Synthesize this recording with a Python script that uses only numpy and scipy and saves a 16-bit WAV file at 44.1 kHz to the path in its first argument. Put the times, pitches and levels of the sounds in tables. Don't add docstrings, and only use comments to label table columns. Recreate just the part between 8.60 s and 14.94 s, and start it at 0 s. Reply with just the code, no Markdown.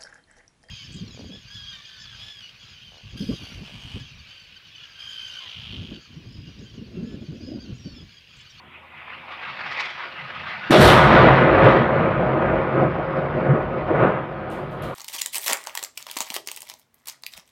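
import sys
import numpy as np
from scipy import signal
from scipy.fft import rfft, irfft
from scipy.io import wavfile
from scipy.ndimage import uniform_filter1d, minimum_filter1d

SR = 44100
rng = np.random.default_rng(int(sys.argv[2]) if len(sys.argv) > 2 else 0)


def invert_db(level):
    return 10 ** (np.asarray(level, dtype=float) / 20)


def to_wav(sig):
    pcm = np.clip(np.atleast_2d(sig), -1, 1) * 32767
    pcm = np.round(pcm).astype(np.int16)
    wavfile.write(sys.argv[1], SR, pcm.T)


N = 279750
BLAST_S = 2.1065

# [freq_hz, density_db_per_hz]
CITY_COLOUR = [(15, -51.5), (25, -35), (75, -2), (173, -1.5), (240, -3.5), (297, 1.5), (722, 1), (970, 8),
               (1620, -2), (2360, 4.5), (3170, -0.5), (5580, -32.5), (15500, -37)]
# [peak_s, peak_db, length_s]
DRONE_SWELLS = [(.07, -54, 0.051), (.37, -53, 0.054), (.6, -57.5, .22), (.9, -49, 0.053), (1.05, -51, 0.17),
                (1.33, -58, .08), (1.63, -45, 0.063), (1.8, -46, 0.11), (1.95, -47, 0.22),
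                (2.08, -42, 0.045)]
# [pitch_hz, level_db]
HUM_TONES = [
    (80.7, -65),
    (247.6, -63),
]
# [peak_s, peak_db, length_s]
HUM_SPELLS = [(.15, -64, .3), (.6, -65.5, 0.66), (1.12, -67, .2), (1.33, -70, .12), (1.55, -66, .16),
              (1.82, -56, 0.13), (1.98, -67, .12)]
# [freq_hz, density_db_per_hz]
RUSH_COLOUR = [(180, -50), (300, -26), (331, -21), (611, -11), (1160, -2.5), (1300, -5), (1630, -6),
               (2020, -4), (5020, -8), (9000, -48.5), (11700, -81), (19800, -120)]
# [time_s, level_db, brightness_db, whistle_hz, whistle_lift_db]
PASS = [(0.0, -67, -25, 2000, 17), (.62, -42.5, -21.5, 1900, 0), (.8, -38, -20, 1530, -2),
        (1.2, -40.5, -12, 1810, 2), (1.6, -36, -19.5, 1430, 3.5), (2.1, -34.5, -17.5, 1500, 3.5),
        (2.6, -39.5, -16.5, 2590, -0.5)]
# [peak_s, peak_db, length_s, whistle_hz, whistle_lift_db]
GUSTS = [(.155, -48.5, 0.03, 2520, 19), (.385, -42.5, 0.11, 2360, 5.5), (.51, -37, .09, 2300, -1),
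         (.59, -43, 0.079, 2300, 3), (.72, -33, 0.069, 1630, -4), (.88, -31.5, 0.11, 1700, 1),
         (1.0, -32, 0.029, 1380, 10), (1.1, -31, 0.21, 1870, 4), (1.22, -29.5, 0.14, 2100, 9.5),
         (1.41, -31, 0.068, 1450, 4), (1.72, -39, 0.12, 1540, 11), (1.79, -36.5, 0.065, 1900, -2),
         (1.91, -30, 0.095, 1900, 2.5), (2.02, -52, .08, 1600, 5)]
BALCONY_HZ = [56, 104, 133, 165, 325, 362, 538, 630, 741, 872, 930, 1057, 1172, 1263, 1454, 1572, 1921]
# [width_hz, lift_db]
BALCONY_MODES = [(14, 4.9), (11, 1.9), (16.3, 5.75), (6.2, 1), (10, 6.7), (10.9, 5.6), (11.1, 7.2),
                 (20.4, 4.9), (20, 6.2), (22, 2.7), (6.2, 2), (9.3, 1.7), (14, 1.7), (30, 5.5), (16, 6.2),
                 (8.8, 1.3), (16, 2.3)]
# [peak_s, level_db, length_s]
RIPS = [
    (.72, -61, 0.028),
    (1.13, -44, 0.016),
    (1.207, -32, 0.018),
    (1.258, -40, 0.012),
    (1.305, -46, 0.012),
    (1.9, -54, 0.029),
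]
# [start_s, peak_db, pitch_hz, swings_cycles]
FRONTS = [
    (2.0988, -15, 300, 2.2),
    (2.105, -6, 290, 2.4),
    (2.1955, -3, 175, 1.7),
    (3.047, -8, 125, 4.5),
    (4.89, -9.5, 139, 6.6),
    (5.415, -14, 135, 3.5),
]
# [freq_hz, density_db_per_hz]
ECHO_COLOUR = [(15, -46.5), (25, -21), (43, -15.5), (76, -17), (133, -1.5), (259, -9), (357, -6), (614, -5),
               (805, -11.5), (1060, -9.5), (1860, -17), (3800, -33), (9000, -80.5), (11700, -101),
               (19800, -120)]
# [peak_s, peak_db, length_s, boom_db, nearness_db]
RETURNS = [(2.15, -14, 0.054, 5, -1.5), (2.25, -15, 0.071, 3.5, 8), (2.3, -16, 0.044, -1.5, 11),
           (2.35, -13.5, 0.14, -4, -2), (2.58, -15.5, 0.27, 0.5, 2), (2.74, -19.5, 0.3, 0.5, 0),
           (2.98, -19, 0.16, 4.5, -1), (3.065, -20, 0.11, 4, 4.5), (3.13, -19, 0.17, .6, 5),
           (3.42, -27.5, 0.22, 4.5, 1.5), (3.6, -36, 0.1, 6, -4), (3.76, -34, .1, 7, -8),
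           (3.9, -27.5, 0.28, 4.5, -5), (4.2, -29, 0.13, 11, -5.5), (4.6, -34.5, 0.12, 7.5, 0),
           (4.9, -28.5, 0.23, 7.5, -7), (5.17, -35, 0.12, 10, -4), (5.35, -28, 0.13, 7, 1),
           (5.44, -21.5, .11, 4.5, 0.5), (5.54, -28.5, 0.15, -1, -2.5), (5.78, -41, 0.17, 1, -8),
           (5.95, -37, 0.17, 2, 8), (6.26, -39, 0.12, 3, 38)]
# [peak_s, peak_db, length_s]
THUDS = [(2.12, -17, 0.037), (2.2, -8, 0.042), (2.35, -16.5, 0.27), (2.52, -14, 0.13), (2.66, -12.5, 0.13),
         (2.83, -14.5, 0.068), (3.06, -10, 0.066), (3.2, -15, 0.059), (3.4, -20.5, 0.14),
         (3.62, -22.5, 0.11), (3.86, -22.5, 0.22), (4.22, -19.5, 0.12), (4.5, -30.5, 0.027),
         (4.59, -21.5, 0.019), (4.8, -22.5, 0.13), (4.92, -13, .05), (5.1, -30, .15), (5.3, -32, .1),
         (5.43, -17.5, 0.11), (5.55, -26, 0.056), (6.05, -34, 0.17), (6.26, -31, 0.039)]
# [peak_s, peak_db, length_s]
PUSHES = [(2.26, -17, 0.057), (2.42, -26.5, 0.27), (2.65, -24.5, .16), (3.0, -27.5, 0.21),
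          (3.45, -34.5, 0.4), (3.92, -34, 0.22), (4.3, -38, 0.27), (4.72, -39.5, .2), (5.05, -35.5, 0.13),
          (5.29, -35.5, .12), (5.45, -41, 0.13), (5.85, -46, 0.13), (6.23, -38, 0.061)]
# [freq_hz, density_db_per_hz]
BUZZ_COLOUR = [(3240, -26), (5500, 1), (6540, -6), (9170, -5), (12100, -9), (14700, -13.5), (15500, -24)]
# [peak_s, peak_db, rise_s, fall_db_per_s, brightness_db]
SHAKES = [
    (2.108, -35, 0.0026, 46, -3),
    (2.214, -34, 0.017, 68.5, 7.5),
    (2.28, -33, 0.13, 130, 1),
    (3.06, -60.5, .006, 61.5, -18),
    (3.11, -60, 0.049, 130, -18),
]
# [start_s, peak_db, ring_hz, ring_ms, wall_return_db]
SNAPS = [
    (2.5244, -38, 12000, 0.05, -30),
    (3.0455, -28.5, 6000, 0.08, -40),
    (3.056, -35, 5000, .1, -40),
]
# [start_s, peak_db, ring_hz, ring_ms, wall_return_db]
TICKS = [
    (5.902, -38.5, 8800, .7, -5.5),
    (6.111, -53.5, 11800, .8, 0),
    (6.2225, -34, 11300, 0.76, -6),
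]
# [freq_hz, density_db_per_hz]
TICK_TAIL = [(1700, -27), (3000, 10.5), (5000, 0), (5520, -3.5), (6520, -1.5), (7410, -3), (11000, -3),
             (15500, -8)]


def evened(x):
    return x / np.sqrt(np.mean(abs(x) ** 2) + 1e-20)


def read(points, hz):
    f, value = np.transpose(points)
    return np.interp(np.log(hz + 1), np.log(f + 1), value)


def follow(rows, t):
    s, *columns = np.transpose(rows)
    return [np.interp(t, s, c) for c in columns]


def step(hz, from_hz, to_hz):
    return np.clip(np.log((hz + 1) / from_hz) / np.log(to_hz / from_hz), 0, 1)


def fade(start_s, rise_s):
    return np.clip((np.arange(N) / SR - start_s) / rise_s, 0, 1)


def band_db(points, lo_hz, hi_hz):
    hz = np.arange(lo_hz, hi_hz)
    return 10 * np.log10(np.sum(invert_db(read(points, hz)) ** 2) / (SR / 2))


def shaped(x, field_db, patchy_db, size=512):
    hop = size // 4
    hz, t, z = signal.stft(x, SR, nperseg=size, noverlap=size - hop)
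    patches = rng.standard_normal(z.shape[::-1]).T
    patches = uniform_filter1d(patches, size=size // 100, axis=0)
    patches = evened(uniform_filter1d(patches, size=8192 // size, axis=1))
    z = z * invert_db(field_db(hz[:, None], t) + patchy_db * np.clip(patches, -2, 2))
    return signal.istft(z, SR, nperseg=size, noverlap=size - hop)[1][:N]


def steady_band(points, lo_hz, hi_hz, even):
    hz = np.fft.rfftfreq(N, 1 / SR)
    z = rfft(rng.standard_normal(N)) * invert_db(read(points, hz))
    z *= step(hz, lo_hz * 0.76, lo_hz * 1.2) * (1 - step(hz, hi_hz * 1.07, hi_hz * 1.1))
    x = evened(irfft(z, N))
    power = uniform_filter1d(uniform_filter1d(x ** 2, size=int(SR / lo_hz)), size=600)
    swell = np.sqrt(abs(power) + .05) if np.all(power > -.05) else np.sqrt(abs(power + 0) + .05)
    return evened(x / swell ** even)


def swells(rows, t, bed_db, *bed_traits):
    edge = 2.07
    powers = [invert_db(2 * db) * np.exp(-abs((t - s) / (length / 2)) ** edge)
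              for s, db, length, *_ in rows]
    bed = invert_db(2 * bed_db)
    total = bed + sum(powers)
    traits = []
    for k, bed_trait in enumerate(bed_traits):
        weighted = sum(p * row[3 + k] for p, row in zip(powers, rows))
        traits.append((bed * bed_trait + weighted) / total)
    return 10 * np.log10(total), *traits


def echo_swell(t):
    bed_db = -21.5 - 4.5 * np.maximum(t - BLAST_S, 0)
    level_db, boom_db, near_db = swells(RETURNS, t, bed_db, 3, 0)
    return level_db, level_db - bed_db, boom_db, near_db


def city():
    def field(hz, t):
        level_db = -59.5 - band_db(CITY_COLOUR, 25, 710)
        cut_db = 3.5 * (1 - step(hz, 150, 210)) + 25 * step(hz, 5500, 7500)
        return read(CITY_COLOUR, hz) + level_db - cut_db + 0 * t

    t = np.arange(N) / SR
    drone_db = swells(DRONE_SWELLS, t, -66.5 + 5.5 * np.minimum(t, BLAST_S))[0] - 3.0
    drone = invert_db(drone_db) * steady_band(CITY_COLOUR, 105, 220, even=0.3)

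    (low_hz, low_db), (high_hz, high_db) = HUM_TONES
    spell_db = swells(HUM_SPELLS, t, low_db - 15)[0]
    hum = invert_db(spell_db + 5.5) * np.sin(2 * np.pi * low_hz * t)
    waver = evened(uniform_filter1d(rng.standard_normal(N), size=6000))
    high_turns = np.cumsum(high_hz + 1.8 * waver) / SR
    hum += invert_db(high_db + 0.5 + 4.0 * waver) * np.sin(2 * np.pi * high_turns)

    wash = shaped(rng.standard_normal(N), field, patchy_db=3.5, size=2048)
    return wash + drone + hum


def rush():
    whistle_width = .22
    gust_dull = 0.25

    def field(hz, t):
        bed_db, bright_db, bed_hz, bed_lift_db = follow(PASS, t)
        level_db, band_hz, lift_db = swells(GUSTS, t, bed_db, bed_hz, bed_lift_db)
        whistle_db = lift_db * np.exp(-(np.log((hz + 1) / band_hz) / whistle_width) ** 2)
        tilt_db = (bright_db + 7 - gust_dull * (level_db - bed_db)) * 1.46 * step(hz, 2720, 5200)
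        colour_db = read(RUSH_COLOUR, hz) - band_db(RUSH_COLOUR, 550, 2560) - 4.5
        return colour_db + level_db + whistle_db + tilt_db

    t = np.arange(N) / SR
    duck, back_s = 0.93, .35
    keep = np.exp(-1 / (back_s * SR))
    lift_db = echo_swell(t[::64])[1].repeat(64)[:N]
    duck_db = duck * signal.lfilter([1 - keep], [1, -keep], lift_db)
    linger = invert_db(-4 - 1.16 * np.maximum(t - BLAST_S, 0) - duck_db)

    tearing = invert_db(1.73 * evened(uniform_filter1d(rng.standard_normal(N), size=500)))
    hiss = shaped(tearing * rng.standard_normal(N), field, patchy_db=2.5)
    return hiss * (1 - fade(2.15, .2) * (1 - linger))


def air_pressure():
    return invert_db(-77.5) * steady_band(CITY_COLOUR, 24, 68, even=.2)


def balcony(x):
    out = x.copy()
    for hz, (width_hz, lift_db) in zip(BALCONY_HZ, BALCONY_MODES):
        b, a = signal.iirpeak(hz, hz / max(width_hz, 3), fs=SR)
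        out += (invert_db(lift_db) - 1) * signal.lfilter(b, a, x)
    t60_s, wet = 0.4, invert_db(-8)
    t = np.arange(SR // 3) / SR
    tail = rng.standard_normal(len(t)) * invert_db(-60 * t / t60_s) * (t > .003)
    highpass = signal.butter(2, 700, "high", fs=SR, output="sos")
    tail = signal.sosfilt(highpass, tail / np.linalg.norm(tail))
    return (out + wet * signal.oaconvolve(out, tail)[:N]) / np.sqrt(1 + wet ** 2)


def rips():
    t = np.arange(N) / SR
    level = sum(invert_db(db) * np.exp(-((t - s) / (length / 2)) ** 2) for s, db, length in RIPS)
    crackle = rng.standard_normal(N) * invert_db(2.3 * np.minimum(rng.exponential(1, N), 4))
    band = signal.butter(3, [2600, 5200], "band", fs=SR, output="sos")
    return level * evened(signal.sosfilt(band, crackle))


def shock_fronts():
    out, taken = np.zeros(N), np.zeros(N)
    for s, db, hz, swings in FRONTS:
        turns = np.clip((np.arange(N) / SR - s) * hz, 0, swings)
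        shape = np.sqrt(abs(np.sin(np.pi * turns / swings)))
        out -= invert_db(db) * np.sin(2 * np.pi * turns) * shape
        taken = np.maximum(taken, shape)
    return uniform_filter1d(out, size=15), taken


def blast(taken):
    arrivals_per_s = 3500
    sign, chance = rng.choice([-1., 1.], N), rng.random(N)
    size = invert_db(2.0 * np.minimum(rng.exponential(1, N), 4))
    arrivals = evened(sign * size * (chance < arrivals_per_s / SR))

    def field(hz, t):
        since = np.maximum(t - BLAST_S, 0)
        level_db, _, boom_db, near_db = echo_swell(t)
        crackle_db = -7.5 - 31 * (1 - np.exp(-since / 0.67)) + near_db - 0.5 * since
        upper_mid_db = 0.1 * near_db - 6 - 1.12 * since
        colour_db = read(ECHO_COLOUR, hz) - band_db(ECHO_COLOUR, 685, 1620) - 1.0 + level_db
        boom, near, crackle = 1 - step(hz, 520, 950), step(hz, 1400, 1800), step(hz, 2300, 4500)
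        air_db = (upper_mid_db + 8) * (near - crackle) + (crackle_db + 25.5) * crackle
        return colour_db + (boom_db - 2.5) * boom + air_db - 40 * (1 - step(hz, 160, 266))

    since = np.arange(N) / SR - BLAST_S
    t = np.arange(N) / SR
    thud_db = swells(THUDS, t, -20.5 - 3.5 * since)[0] - 4.5
    thud = invert_db(thud_db) * steady_band(ECHO_COLOUR, 120, 241, even=0.42)
    thud *= 1 - .85 * fade(2.15, .02) * uniform_filter1d(taken, size=400)
    push_db = swells(PUSHES, t, -43.5 - 1 * since)[0] - 0.5
    push = invert_db(push_db) * steady_band(ECHO_COLOUR, 48, 95, even=.7)
    rumble = shaped(arrivals, field, patchy_db=1.5, size=1024)
    return (rumble + thud + push) * fade(BLAST_S, 0.00098)


def shaking(t):
    powers, brights = [], []
    for s, db, rise_s, fall_db_per_s, bright_db in SHAKES:
        since = np.maximum(t - s, 0)
        rise = np.clip(1 + (t - s) / rise_s, 0, 1)
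        powers.append(invert_db(2 * (db - fall_db_per_s * since)) * rise ** 2 + 1e-14)
        brights.append(bright_db - 44 * since)
    total = sum(powers)
    return 10 * np.log10(total), sum(p * b for p, b in zip(powers, brights)) / total


def buzz():
    rattles = evened(rng.standard_normal(N) * invert_db(1.2 * np.minimum(rng.exponential(1, N), 4)))

    def field(hz, t):
        level_db, bright_db = shaking(t)
        colour_db = read(BUZZ_COLOUR, hz) - band_db(BUZZ_COLOUR, 6000, 15000)
        return colour_db + level_db + bright_db * step(hz, 5300, 14000)
    return shaped(rattles, field, patchy_db=-1.3, size=256) * fade(BLAST_S, .0006)


def snaps_and_ticks():
    out, t = np.zeros(N + SR), np.arange(SR // 3) / SR
    hz = np.fft.rfftfreq(len(t), 1 / SR)
    for s, db, ring_hz, ring_ms, wall_db in list(SNAPS) + list(TICKS):
        decay = np.exp(-1000 * t / max(ring_ms, .03))
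        ring = np.sin(2 * np.pi * ring_hz * t) * decay * np.minimum(2500 * t / ring_ms, 1)
        lean_db = 2.5 * np.exp(-(np.log((hz + 1) / ring_hz) / 0.18) ** 2)
        spectrum = rfft(rng.standard_normal(len(t))) * invert_db(read(TICK_TAIL, hz) + lean_db)
        wash = evened(irfft(spectrum, len(t)))
        wash *= invert_db(wall_db - 6.5 - 60 * t / 0.48) * np.clip(t / 0.011, .45, 1)
        out[round(s * SR):][:len(t)] += invert_db(db) * (1.4 * ring + wash)
    return out[:N]


def scene():
    fronts, taken = shock_fronts()
    outdoors = city() + rush() + rips() + blast(taken)
    mix = balcony(outdoors) + fronts + air_pressure() + buzz() + snaps_and_ticks()
    return mix[None]


def roll_off(x):
    return signal.sosfilt(signal.butter(12, 15710, fs=SR, output="sos"), x)


def record(dry):
    since = np.arange(N) / SR - BLAST_S
    hiss_db = -75 - 9 * (since > 0) * np.exp(-abs(since) / 3.3)
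    hiss = invert_db(hiss_db) * rng.standard_normal(N)
    room_left = np.minimum(.97 / (abs(dry) + 1e-9), 1)
    held = minimum_filter1d(room_left, size=161, axis=1)
    gain = uniform_filter1d(held, size=81, axis=1)
    lowpass = signal.firwin(511, 15600, window=("kaiser", 9), fs=SR)
    mix = signal.oaconvolve(dry * gain + hiss, lowpass[None], "same")
    return roll_off(mix)


dry = scene()
out = record(dry)
to_wav(out)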